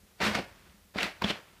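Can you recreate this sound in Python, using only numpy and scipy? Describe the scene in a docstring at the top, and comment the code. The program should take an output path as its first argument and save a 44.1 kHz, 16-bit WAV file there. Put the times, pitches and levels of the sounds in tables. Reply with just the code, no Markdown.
"""A faint paw thud and a trickle of beads, then a cat pounces three times on a bean bag in a small room.
Each paw is an impact that rings the damped modes of the filled bag. Each shove buckles the stiff cover
and shifts the beads in a rush of tiny clicks; folds snap taut, and claws zip over the periodic weave.
The beads trickle on faintly in between, and the quiet room adds a short diffuse echo."""
import sys
import numpy as np
from scipy import signal
from scipy.fft import rfft, irfft
from scipy.io import wavfile

SR = 44100
rng = np.random.default_rng(int(sys.argv[2]) if len(sys.argv) > 2 else 0)


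def dump(signal):
    """Clip the signal to [-1, 1] and save it as 16-bit WAV at the path in sys.argv[1]."""
    limited = np.clip(np.atleast_2d(signal).T, -1, 1)
    pcm = np.round(limited * 32767).astype(np.int16)
    wavfile.write(sys.argv[1], SR, pcm)


N = 70560

# paws sinking into the filling: start_s, peak_db, contact_s
PAW_IMPACTS = [(.034, -53, 0.0025), (.204, -31.5, .001), (0.23, -27, 0.003), (.264, -24, 0.002),
               (.2735, -30, 0.0014), (.283, -19, 0.00091), (.310, -31, 0.0045), (.354, -26, 0.0018),
               (.374, -26.5, 0.00017), (0.3871, -25, 0.00088), (0.394, -24, .0015), (0.639, -55, 0.0068),
               (0.689, -49.5, 0.0082), (0.743, -52.5, 0.0027), (0.782, -59, 0.0028), (.959, -22.5, 0.00087),
               (0.976, -31, 0.00054), (1.036, -27, 0.00091), (1.055, -43, 0.0068), (1.2213, -23.5, 0.00074),
               (1.2432, -18, 0.0019), (1.3017, -24, 0.0015)]
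# normal modes of the filled bag: pitch_hz, relative_db, t60_s
BAG_RESONANCES = [(59, -12, 0.053), (117, -15, 0.046), (181.4, -22.5, 0.21), (206.3, 0.5, 0.055),
                  (395, -3.5, 0.0274), (560, -1, 0.019), (660, -19, 0.0083), (804, -24, 0.023)]
# beads settling under the cat's weight: start_s, length_s, level_db
BEAD_TRICKLES = [(0.041, 0.21, -67), (0.443, .28, -55), (1.153, .08, -51.5), (1.413, .2, -58.5)]
# shoves of the cover: start_s, rise_s, hold_s, release_s, level_db, tilt_db_per_octave, fold_hz
COVER_SHOVES = [(0.177, 0.018, 0.008, 0.0013, -55.5, 1, 800), (0.2, 0.006, 0.015, 0.0098, -32.5, -.5, 1390),
                (0.21, 0.0064, 0.021, 0.0096, -28.5, 0.8, 1290),
                (0.232, 0.0094, 0.014, 0.028, -26, 1.4, 1370),
                (0.254, 0.011, 0.016, 0.024, -29, 0.96, 1110),
                (0.289, 0.0091, 0.048, 0.019, -36.5, 0.8, 400),
                (0.344, 0.0055, 0.0075, 0.014, -27, 1.05, 1470),
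                (0.361, 0.013, 0.017, 0.014, -32.5, -0.9, 443),
                (0.398, 0.0053, 0.039, .015, -49.5, 1.5, 363), (0.937, 0.032, 0.0083, 0.0044, -39, 0, 442),
                (0.975, 0.0075, 0.01, 0.014, -31.5, 0, 1930),
                (0.997, 0.0057, 0.033, 0.032, -33.5, 1.05, 2400),
                (1.022, 0.0049, 0.027, 0.032, -34, 0.67, 2070),
                (1.213, 0.0086, 0.0045, 0.042, -35, -0.5, 1030),
                (1.236, 0.0064, 0.0036, 0.036, -34.5, 0.4, 700),
                (1.254, 0.037, 0.018, 0.02, -34, 1.5, 2880),
                (1.3, 0.0022, 0.006, 0.0065, -29.5, -1.5, 2490),
                (1.342, 0.0071, 0.019, 0.036, -48, 0, 1550)]
# folds snapping taut: start_s, peak_db, centre_hz, crack_relative_db
FOLD_SNAPS = [(0.218, -21, 1540, -32), (0.3525, -20.5, 1620, -20), (0.697, -48.5, 2720, -22),
              (.986, -18.5, 1760, -30), (1.0305, -14, 2230, -4.5), (1.0422, -32, 2100, -20),
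              (1.219, -28, 870, -17), (1.2213, -18, 926, -9), (1.244, -21.5, 815, -24),
              (1.303, -38, 1280, -34)]
# claws crossing the weave: middle_s, length_s, level_db, threads_per_s
CLAW_STROKES = [(.997, 0.01, -37.5, 3550), (1.01, .014, -31.5, 2780), (1.044, 0.0067, -37, 3400),
                (1.2437, 0.0081, -25, 3100), (1.285, 0.016, -36, 2950), (1.303, 0.017, -29, 3250)]
# spectra of the beads, the cover, a fold's crack and the room's background: frequency_hz, density_db
BEAD_SPECTRUM = [(60, 3.5), (200, -4.5), (600, -8.5), (1200, -6), (2000, -7.5), (3200, -11), (6000, -21),
                 (15000, -49)]
COVER_SPECTRUM = [(20, -21), (40, 0), (62, -11), (120, -1.5), (210, -1.5), (300, 2.5), (550, 3), (800, 3),
                  (1050, -0.5), (1600, -.5), (2300, -.5), (3200, -5.5), (4500, -7), (6500, -18),
                  (10000, -27), (15500, -34)]
CRACK_SPECTRUM = [(100, -12), (1500, 0.5), (4400, 6), (6500, -15), (10000, -15.5), (15000, -16)]
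BACKGROUND_SPECTRUM = [(20, -24), (45, 4), (95, -3.5), (135, -12.5), (190, -6), (260, -16.5), (450, -16),
                       (900, -21.5), (2000, -22.5), (4000, -23.5), (15000, -27.5)]
# reverberation time of the room: frequency_hz, t60_s
ROOM_DECAY = [(100, 0.39), (220, 0.19), (400, 0.38), (900, 0.41), (2000, 0.44), (4000, 0.28), (8000, 0.48),
              (15000, 0.54)]


def undb(db):
    """Amplitude ratio of a level in decibels."""
    return 10 ** (np.asarray(db) / 20)


def unit(x):
    """Normalisation to an rms of 1."""
    return x / np.sqrt(np.mean(x ** 2) + 1e-20)


def colour(x, spectrum, tilt_db=0):
    """Minimum-phase filtering to a spectrum, tilted by tilt_db per octave about 1.5 kHz."""
    octave = np.log2(np.maximum(np.fft.rfftfreq(2 * N, 1 / SR), 10))
    hz, db = np.array(spectrum).T
    slope_db = tilt_db * (octave - np.log2(1500))
    cepstrum = irfft(np.log(undb(np.interp(octave, np.log2(hz), db) + slope_db)))
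    cepstrum[1:N] *= 2  # a one-sided cepstrum makes the filter causal
    cepstrum[N + 1:] = 0
    return irfft(rfft(x, 2 * N) * np.exp(rfft(cepstrum)))[:N]


def resonate(x, hz, width, stages=1):
    """Second-order resonance, repeated in series; width is one stage's bandwidth over its centre."""
    b, a = signal.iirpeak(min(hz, SR / 4), max(1 / width, np.e * hz / SR), fs=SR)
    for _ in range(stages):
        x = signal.lfilter(b, a, x)
    return x


def wander(per_s):
    """Random modulation: Gaussian values joined by straight lines, with a spread near 1."""
    return np.interp(np.arange(N) * per_s / SR, np.arange(N), rng.standard_normal(N))


def clicks(per_s, spread_db):
    """Shot noise: independent impulses, mostly weak, a few strong."""
    size = undb(spread_db * np.minimum(rng.exponential(size=N), 2 * np.e))
    return (rng.random(N) < per_s / SR) * size * np.sign(rng.standard_normal(N))


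def add_at_peak(out, x, start_s, peak_db):
    """Superposition of one transient, scaled to its peak level."""
    i = int(start_s * SR)
    out[i:i + len(x)] += undb(peak_db) * x[:N - i] / np.abs(x).max()


def paw_thuds(t):
    """Modal response: a half-sine force rings the bag's damped modes; a longer contact is duller."""
    out = np.zeros(N)
    ring = sum(undb(db) * np.cos(2 * np.pi * hz * t) * np.exp(-np.log(1000) * t / t60_s)
               for hz, db, t60_s in BAG_RESONANCES)
    for start_s, peak_db, contact_s in PAW_IMPACTS:
        force = np.sin(np.pi * np.minimum(t[:SR // 20] / contact_s, 1))
        add_at_peak(out, signal.fftconvolve(ring, force), start_s, peak_db)
    return out


def bead_trickle(t, rise_s=0.053, fade_s=0.33, stop_s=0.1, flicker_db=2.4):
    """Granular settling: the filling shifts in faint, uneven ticks, then comes to rest."""
    flow = np.zeros(N)
    for start_s, length_s, level_db in BEAD_TRICKLES:
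        age = np.maximum(t - start_s, 0)
        decay = np.exp(-age / fade_s - np.maximum(age - length_s, 0) / stop_s)
        flow += undb(level_db) * np.minimum(age / rise_s, 1) * decay
    flicker = undb(flicker_db * wander(per_s=68.36))
    ticks = colour(clicks(per_s=2500, spread_db=2), BEAD_SPECTRUM)
    return flow * flicker * unit(ticks)


def cover_crumple(t, flicker_db=0.84, fold_db=-4.5):
    """Buckling: each shove releases a rush of clicks, and the moving fold adds a broad resonance."""
    out = np.zeros(N)
    for start_s, rise_s, hold_s, release_s, level_db, tilt_db, fold_hz in COVER_SHOVES:
        swell = np.clip((t - start_s) / rise_s, 0, 1)
        decay = np.exp(-np.maximum(t - start_s - rise_s - hold_s, 0) / release_s)
        buckles = clicks(per_s=10000, spread_db=2) * undb(flicker_db * wander(per_s=240))
        crinkle = colour(buckles, COVER_SPECTRUM, tilt_db)
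        fold = undb(fold_db) * resonate(crinkle, fold_hz, width=0.44)
        out += undb(level_db) * swell * decay * unit(crinkle + fold)
    return out


def fold_snaps(t, pop_decay_s=0.0011, crack_decay_s=0.00084):
    """Impulsive excitation: a fold pulled taut gives a brief broadband pop with a thin crack on top."""
    out, age = np.zeros(N), t[:SR // 20]
    for start_s, peak_db, centre_hz, crack_db in FOLD_SNAPS:
        pop_burst = rng.standard_normal(len(age)) * np.exp(-age / pop_decay_s)
        pop = resonate(pop_burst, centre_hz, width=1.3, stages=3)
        crack_burst = rng.standard_normal(N) * np.exp(-t / crack_decay_s)
        crack = colour(crack_burst, CRACK_SPECTRUM)[:len(age)]
        add_at_peak(out, unit(pop) + undb(crack_db) * unit(crack), start_s, peak_db)
    return out


def claw_zips(t, jitter=0.13, rasp_db=-4):
    """Periodic excitation: a claw's unsteady rate of crossing threads sets a pitch, ringed by rasp."""
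    out = np.zeros(N)
    for middle_s, length_s, level_db, threads_per_s in CLAW_STROKES:
        pitch_hz = threads_per_s * (1 + jitter * wander(per_s=1500))
        tone = np.sin(2 * np.pi * np.cumsum(pitch_hz) / SR)
        rasp = resonate(rng.standard_normal(N), threads_per_s, width=0.42, stages=2)
        envelope = np.exp(-(2 * (t - middle_s) / length_s) ** 2)
        out += undb(level_db) * envelope * unit(tone + undb(rasp_db) * unit(rasp))
    return out


def room_echo(x, t, first_reflection_s=0.007):
    """Reverberation: a diffuse field decays exponentially, each frequency band at its own rate."""
    noise_spectrum, tail = rfft(rng.standard_normal(N)), np.zeros(N)
    octave = np.log2(np.maximum(np.fft.rfftfreq(N, 1 / SR), 1))
    hz, decay_times = np.array(ROOM_DECAY).T
    for share, t60_s in zip(np.eye(len(hz)), decay_times):
        band = irfft(noise_spectrum * np.interp(octave, np.log2(hz), share), N)
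        tail += band * np.exp(-np.log(1000) * t / t60_s)
    tail *= t > first_reflection_s
    return signal.fftconvolve(x, unit(tail) / np.sqrt(N))[:N]


def scene(rustle_echo_db=-12, paw_echo_db=-9, background_db=-60.5):
    """Superposition of the direct sound, its echo and the room's steady background, in one channel."""
    t = np.arange(N) / SR
    rustle = cover_crumple(t) + fold_snaps(t) + claw_zips(t) + bead_trickle(t)
    paws = paw_thuds(t)
    echo = room_echo(undb(rustle_echo_db) * rustle + undb(paw_echo_db) * paws, t)
    background = undb(background_db) * unit(colour(rng.standard_normal(N), BACKGROUND_SPECTRUM))
    return (rustle + paws + echo + background)[None]


def record(dry, low_cut_hz=59, high_cut_hz=15350):
    """Band limiting: the microphone chain removes the deepest bass and the highest treble."""
    highpass = signal.butter(2, low_cut_hz, "high", fs=SR, output="sos")
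    lowpass = signal.ellip(10, 0.2, 70, high_cut_hz, fs=SR, output="sos")
    return signal.sosfilt(lowpass, signal.sosfilt(highpass, dry))


dry = scene()
out = record(dry)
dump(out)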